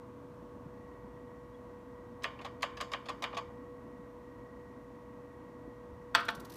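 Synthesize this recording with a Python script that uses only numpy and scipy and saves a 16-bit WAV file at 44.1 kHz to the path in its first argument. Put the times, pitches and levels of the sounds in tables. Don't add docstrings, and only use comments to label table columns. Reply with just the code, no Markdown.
import sys
import numpy as np
from scipy import signal
from scipy.fft import rfft, irfft
from scipy.io import wavfile

SR = 44100
rng = np.random.default_rng(int(sys.argv[2]) if len(sys.argv) > 2 else 0)


def amplitude_ratio(level_db):
    exponent = np.asarray(level_db, float) / 20
    return 10 ** exponent


def to_wav(s):
    ch = np.atleast_2d(s).T
    pcm = np.round(np.clip(ch, -1, 1) * 32767)
    wavfile.write(sys.argv[1], SR, pcm.astype(np.int16))


N = 289296

# pitch_hz, t60_s
ROOM_DECAY = [(300, 0.47), (1200, 0.52), (3000, 0.39), (5000, 0.3), (8000, 0.35), (15000, 0.09)]
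# peak_s, peak_db, pitch_hz
SQUEAKS = [
    (.27, -81, 3500),
    (1.55, -68, 3370),
]
# pitch_hz, density_db (per Hz)
AIR_RUMBLE = [(30, -27), (50, -4), (68, -3.5), (84, -1.5), (105, -5), (170, -5), (270, 2.5), (330, -4),
              (440, -12.5), (640, -8.5), (780, -18.5), (950, -10.5), (1150, -15.5), (1500, -23.5)]
# pitch_hz, density_db (per Hz)
AIR_HISS = [(900, -37), (1500, -5.5), (1900, -8.5), (2430, -12.5), (3500, -18.5), (4600, -21.5),
            (4900, -24.5), (5500, -21.5), (8000, -26), (10000, -26), (10500, -33), (11200, -27),
            (15800, -30.5)]
# time_s, level_db
VENT_NEARNESS = [(0, 0), (.5, 1.2), (1.55, -0.8), (2.2, -0.3), (3.6, .3), (4.5, -0.4), (6.1, -0.3),
                 (6.56, 3)]
FAN_ORDERS = [10, 14, 16.25, 17.25, 20, 23, 27, 31, 32, 33, 34, 35, 36, 38, 39, 40, 41, 43.3, 56, 66, 67,
              68, 69, 70, 71, 72, 74, 76, 79, 80]
FAN_ORDER_DB = [-70, -78, -73, -53.5, -77, -78, -82, -73, -73, -75, -73, -74, -74, -75, -66, -74, -82, -76,
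                -85, -92, -74, -78, -82, -88, -90, -90, -91, -91, -92, -92]
MAINS_HZ = [55.72, 120.03]
MAINS_DB = [-67, -63]
# start_s, peak_db, pitch_hz
HANDLING_THUMPS = [(0.306, -41, 138), (0.356, -45, 229), (0.43, -33, 255), (0.664, -36, 141),
                   (0.8, -36, 242), (.844, -45, 70), (1.049, -35, 221), (3.998, -39, 176),
                   (5.681, -34, 265), (5.899, -48, 81.3), (5.928, -43, 79.5), (6.383, -38, 150)]
# pitch_hz, density_db (per Hz)
PRINTER_COLOUR = [(1470, -27), (2500, -7), (3520, 0.5), (6010, 0.5), (6490, -5), (9370, -3.5), (10500, -4),
                  (12500, -0.5), (15500, -7.5)]
# pitch_hz, level_db, t60_s
DIGIT_PLATE = [(937, -13.5, 0.1), (1127, -8, 0.077), (1620, -15, 0.099), (1828, -11.5, 0.084),
               (2438, -14, 0.08)]
# pitch_hz, level_db, t60_s
TOP_PLATE = [(684, -10.5, 0.067), (883, -4.5, 0.038), (1244, 0.5, 0.054), (1240, -12, 0.015),
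             (1430, 0, 0.028), (1810, -3, 0.028), (2340, 0, 0.012), (2590, -2, 0.026), (3100, -32, 0.014),
             (3870, 1, 0.011)]
# pitch_hz, level_db
DIGIT_PLASTIC = [(400, -21), (650, -7.5), (1000, -5.5), (1600, -0.5), (2500, 5), (3800, 5), (5500, -1.5),
                 (8000, -12), (10500, -13.5), (12000, -13.5), (15000, -21)]
# pitch_hz, level_db
TOP_PLASTIC = [(400, -22), (700, -20), (1000, 1), (1500, 8.5), (2200, 3), (2900, 1), (3800, 7.5),
               (5500, -6), (8000, -7.5), (10500, -13.5), (12000, -10), (15000, -17)]
# bottoming_s, peak_db, fingertip_landing_db, stem_tick_db
PRESSES = [
    (2.2417, -18.5, -44, -37),
    (2.6286, -18, -49.5, -32),
    (2.9354, -21.5, -34.5, -41.5),
    (3.2398, -20, -28, -41),
]
# top_stop_s, peak_db, slide_lead_ms, slide_db, second_knock_db
RELEASES = [
    (2.4466, -31, 34, -40.5, -42),
    (2.8029, -28.5, 33, -36, -27),
    (3.0854, -27, 29, -39, -35),
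    (3.3684, -26.5, 23, -39.5, -34),
]
# start_s, peak_db
SLIPS = [
    (2.390, -39),
    (3.3285, -35),
    (3.396, -59),
]
# start_s, peak_db, plate_ring_db, brightness_db, scuff_ms
TOP_STROKE = [
    (6.1447, -33, -12, -22, 3.1),
    (6.1494, -8, -15, -20.5, 2.5),
    (6.1525, -18.5, -6, -14, 2.9),
    (6.2835, -23, -3.5, -23.5, 2.7),
    (6.288, -21.5, -4.5, -22.5, 3.2),
    (6.2994, -36, -1, -24, 5.2),
]

# plate_ring_db, brightness_db, scuff_ms
LANDING, TICK, BOTTOM, BOUNCE = (-2, -17, 5.5), (-6, -9.5, 11), (-10.5, -30, 3.2), (-4.5, -42, 3.1)
SLIDE, STOP, KNOCK = (-3.5, -18.5, 18), (-3.5, -25, 7.8), (-6.5, -13.5, 3.7)
SETTLE, SLIP = (-1.6, -23, 5.2), (0.5, -36, 8.3)
UNEVEN_MS = 1.1


def rms_one(x):
    return x / np.sqrt(np.mean(x ** 2) + 1e-20)


def at_hz(points, hz):
    point_hz, value = np.array(points).T
    return np.interp(np.log(hz), np.log(point_hz), value)


def drift(rate_hz):
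    r = np.exp(-2 * np.pi * rate_hz * 40 / SR)
    slow = signal.lfilter([1], [1, -2 * r, r * r], rng.standard_normal(N // 40 + 2002))[2000:]
    return np.interp(np.arange(N) / 40, np.arange(len(slow)), rms_one(slow - slow.mean()))


def ring(clicks, hz, t60):
    r, w = amplitude_ratio(-60 / (t60 * SR)), 2 * np.pi * hz / SR
    return signal.lfilter([0, np.sin(w)], [1, -2 * r * np.cos(w), r * r], clicks + 1e-18)


def coloured(spectrum):
    hz = np.maximum(np.fft.rfftfreq(N, 1 / SR), 1)
    low_edge = np.minimum(hz / spectrum[0][0], 1) ** 4
    noise = rfft(rng.standard_normal(N))
    return rms_one(irfft(noise * amplitude_ratio(at_hz(spectrum, hz)) * low_edge, N))


def place(rows, times, size=N):
    length = rows.shape[1]
    out = np.zeros(size + length)
    starts = (np.asarray(times)[:, None] * SR).astype(int)
    np.add.at(out, starts + np.arange(length), rows)
    return out[:size]


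def room(x):
    t = np.arange(SR // 2) / SR
    tail = np.zeros(len(t))
    for hz in 250 * 2 ** np.arange(0, 6, 1 / 3):
        band = signal.butter(2, [hz, min(1.26 * hz, .45 * SR)], "band", fs=SR, output="sos")
        decay = amplitude_ratio(-60 * t / at_hz(ROOM_DECAY, 1.12 * hz))
        tail += signal.sosfilt(band, rng.standard_normal(len(t))) * decay
    tail *= (1 - np.exp(-t / 0.0024)) * (1 + 1.86 * np.exp(-t / 0.017))
    return signal.fftconvolve(x, tail / np.sqrt(np.sum(tail ** 2)))[:len(x)]


def squeaks():
    s, peak_db, hz = np.transpose(SQUEAKS)
    t = np.arange(1100) / SR
    tones = np.sin(2 * np.pi * hz[:, None] * t * (1 - .3 * t)) * np.hanning(len(t))
    return place(tones * amplitude_ratio(peak_db)[:, None], s - .012)


def air():
    near_db = np.interp(np.arange(N) / SR, *np.transpose(VENT_NEARNESS))
    rumble = amplitude_ratio(-52.5 + near_db + .9 * drift(9)) * coloured(AIR_RUMBLE + [(5000, -90)])
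    return rumble + amplitude_ratio(-71 + 0.16 * near_db) * coloured(AIR_HISS)


def fan():
    t = np.arange(N) / SR
    turns_per_s, slows_per_s = 28.27, .0063
    turn = 2 * np.pi * np.cumsum(turns_per_s - slows_per_s * t) / SR
    beam_s, swing_s = 0.7, 0.18
    aim_db = np.interp(t, [beam_s - swing_s / 2, beam_s + swing_s / 2], [-9, 1.2]) + 1.5 * drift(5)
    out = np.zeros(N)
    for multiple, level_db in zip(FAN_ORDERS, FAN_ORDER_DB):
        whine = multiple > 60
        phase = rng.uniform(0, 2.2 if whine else 2 * np.pi)
        level = amplitude_ratio(level_db + whine * aim_db + 1.4 * drift(3.9))
        out += level * np.sin(multiple * turn + phase + whine * 0.5 * drift(3.4))
    for hz, level_db in zip(MAINS_HZ, MAINS_DB):
        out += amplitude_ratio(level_db) * np.sin(2 * np.pi * hz * t + rng.uniform(0, 2 * np.pi))
    return np.sqrt(2) * out


def thumps():
    s, peak_db, hz = np.transpose(HANDLING_THUMPS)
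    turns = np.arange(2000) / SR * hz[:, None]
    knocks = np.sin(2 * np.pi * turns) * turns * np.exp(-turns / 0.49)
    return place(knocks * amplitude_ratio(peak_db + 11.0)[:, None], s - .004)


def printer():
    step_s, step_gap_s = 6.199, 0.0497
    feed_s, feed_gap_s = 6.519, 0.0175
    s = np.r_[step_s + step_gap_s * np.arange(7), feed_s + feed_gap_s * np.arange(3)]
    peak_db = np.repeat([-51.5, -52], [7, 3])
    length_ms = np.repeat([14, 13.3], [7, 3])
    peak_db = peak_db - 1.0 * (s < step_s + 2.5 * step_gap_s)
    t_ms = np.arange(1000) * 1000 / SR
    puffs = np.clip(t_ms / 1.4, 0, 1) * np.clip((length_ms[:, None] - t_ms) / 5.7, 0, 1)
    steps = place(puffs * amplitude_ratio(peak_db - 4.0)[:, None], s) * coloured(PRINTER_COLOUR)
    swell = amplitude_ratio(-64) * np.exp((np.arange(N) - N) / SR / 0.23)
    return steps + amplitude_ratio(11 - 21) * room(steps) + swell * coloured(AIR_HISS)


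def packed_modes(body, cycles):
    hz = np.geomspace(400, 15000, 36) * (1 + .02 * rng.standard_normal(36))
    return list(zip(hz, at_hz(body, hz), cycles / hz))


def digit_contacts():
    rows = [(s, db, *SLIP) for s, db in SLIPS]
    for s, db, land_db, tick_db in PRESSES:
        lead_ms = 19 - .15 * (land_db + 40)
        land_plate_db = LANDING[0] + 0.2 * (land_db + 36)
        early_ms, late_ms = UNEVEN_MS * rng.uniform(-1, 1, 2)
        rows += [(s - lead_ms / 1000, land_db, land_plate_db, *LANDING[1:]),
                 (s - (7.5 + early_ms) / 1000, tick_db, *TICK),
                 (s, db, *BOTTOM),
                 (s + (8.2 + late_ms) / 1000, db - 10.5, *BOUNCE)]
    for s, db, lead_ms, slide_db, knock_db in RELEASES:
        first_ms, second_ms = UNEVEN_MS * rng.uniform(-1, 1, 2)
        rows += [(s - lead_ms / 1000, slide_db, *SLIDE),
                 (s, db, *STOP),
                 (s + (6.6 + first_ms) / 1000, knock_db, *KNOCK),
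                 (s + (15 + second_ms) / 1000, db - 7.5, *SETTLE)]
    return sorted(rows)


def top_contacts():
    k = np.arange(7)
    gap_ms, slowing = 4.3, 1.3
    delay_ms = np.cumsum(gap_ms * slowing ** k) - gap_ms + UNEVEN_MS * rng.uniform(-1.2, 1, 7)
    s = 6.1575 + delay_ms / 1000
    rattle = [(s[i], -24 - 0.2 * i ** 2, -11, -32 - 17 * i, 2.7) for i in k]
    return sorted(TOP_STROKE + rattle)


def key(contacts, modes, level_db, strike, grit_db, scatter_db, case_db):
    s, peak_db, plate_db, bright_db, scuff_ms = np.transpose(contacts)
    t_ms = np.arange(1400) * 1000 / SR
    impacts, unevenness = rng.standard_normal((2, len(s), len(t_ms)))
    mode_scatter = amplitude_ratio(scatter_db * rng.standard_normal((len(modes), len(s))))
    last_ms = np.clip(scuff_ms, .2, 10)[:, None]
    envelope = np.exp(-t_ms / last_ms) * (1 - np.exp(-t_ms / (0.089 * last_ms)))
    scuffs = impacts * amplitude_ratio(grit_db * unevenness) * envelope
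    scuff_size = np.sqrt(np.sum(scuffs ** 2, axis=1, keepdims=True))
    scuffs[:, :3] += strike / last_ms * scuff_size * [.5, 1, .5]
    scuffs /= np.sqrt(np.sum(scuffs ** 2, axis=1, keepdims=True))

    size = int((np.ptp(s) + .6) * SR)
    direct, blows = np.zeros((2, size))
    for k, (hz, mode_db, t60) in enumerate(modes):
        plate_share = np.clip(np.log2(1400 / hz) * 4, 0, 1)
        cap_share = np.clip(np.log2(hz / 3000), 0, 1.3)
        colour_db = plate_share * (plate_db + 9.0) + cap_share * (bright_db + 24)
        gain = amplitude_ratio(peak_db + level_db + mode_db + colour_db)
        sign = (-1) ** k
        strikes = place(scuffs * (gain * mode_scatter[k])[:, None], s - s[0], size)
        direct += sign * ring(strikes, hz, t60)
        clicks = place(gain[:, None], s - s[0], size)
        blows += sign * ring(clicks, hz, min(t60, 10 / hz)) * amplitude_ratio(-1.5 * np.log2(hz / 1500))
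    return place((direct + amplitude_ratio(case_db) * room(blows))[None], s[:1])


def scene():
    background = squeaks() + air() + fan() + thumps() + printer()
    digits = key(digit_contacts(), DIGIT_PLATE + packed_modes(DIGIT_PLASTIC, cycles=22.1),
                 level_db=-10.0, strike=1.68, grit_db=2.0, scatter_db=2.0, case_db=7.0)
    top = key(top_contacts(), TOP_PLATE + packed_modes(TOP_PLASTIC, cycles=16.6),
              level_db=-10, strike=1.15, grit_db=2.5, scatter_db=1.83, case_db=-1.0)
    return (background + digits + top)[None]


def band_limit(x):
    return signal.sosfilt(signal.butter(12, 16270, fs=SR, output="sos"), x)


def record(dry):
    low_pass = signal.ellip(12, .5, 60, 15300, fs=SR, output="sos")
    mix = signal.sosfilt(low_pass, dry)
    return band_limit(mix)


dry = scene()
out = record(dry)
to_wav(out)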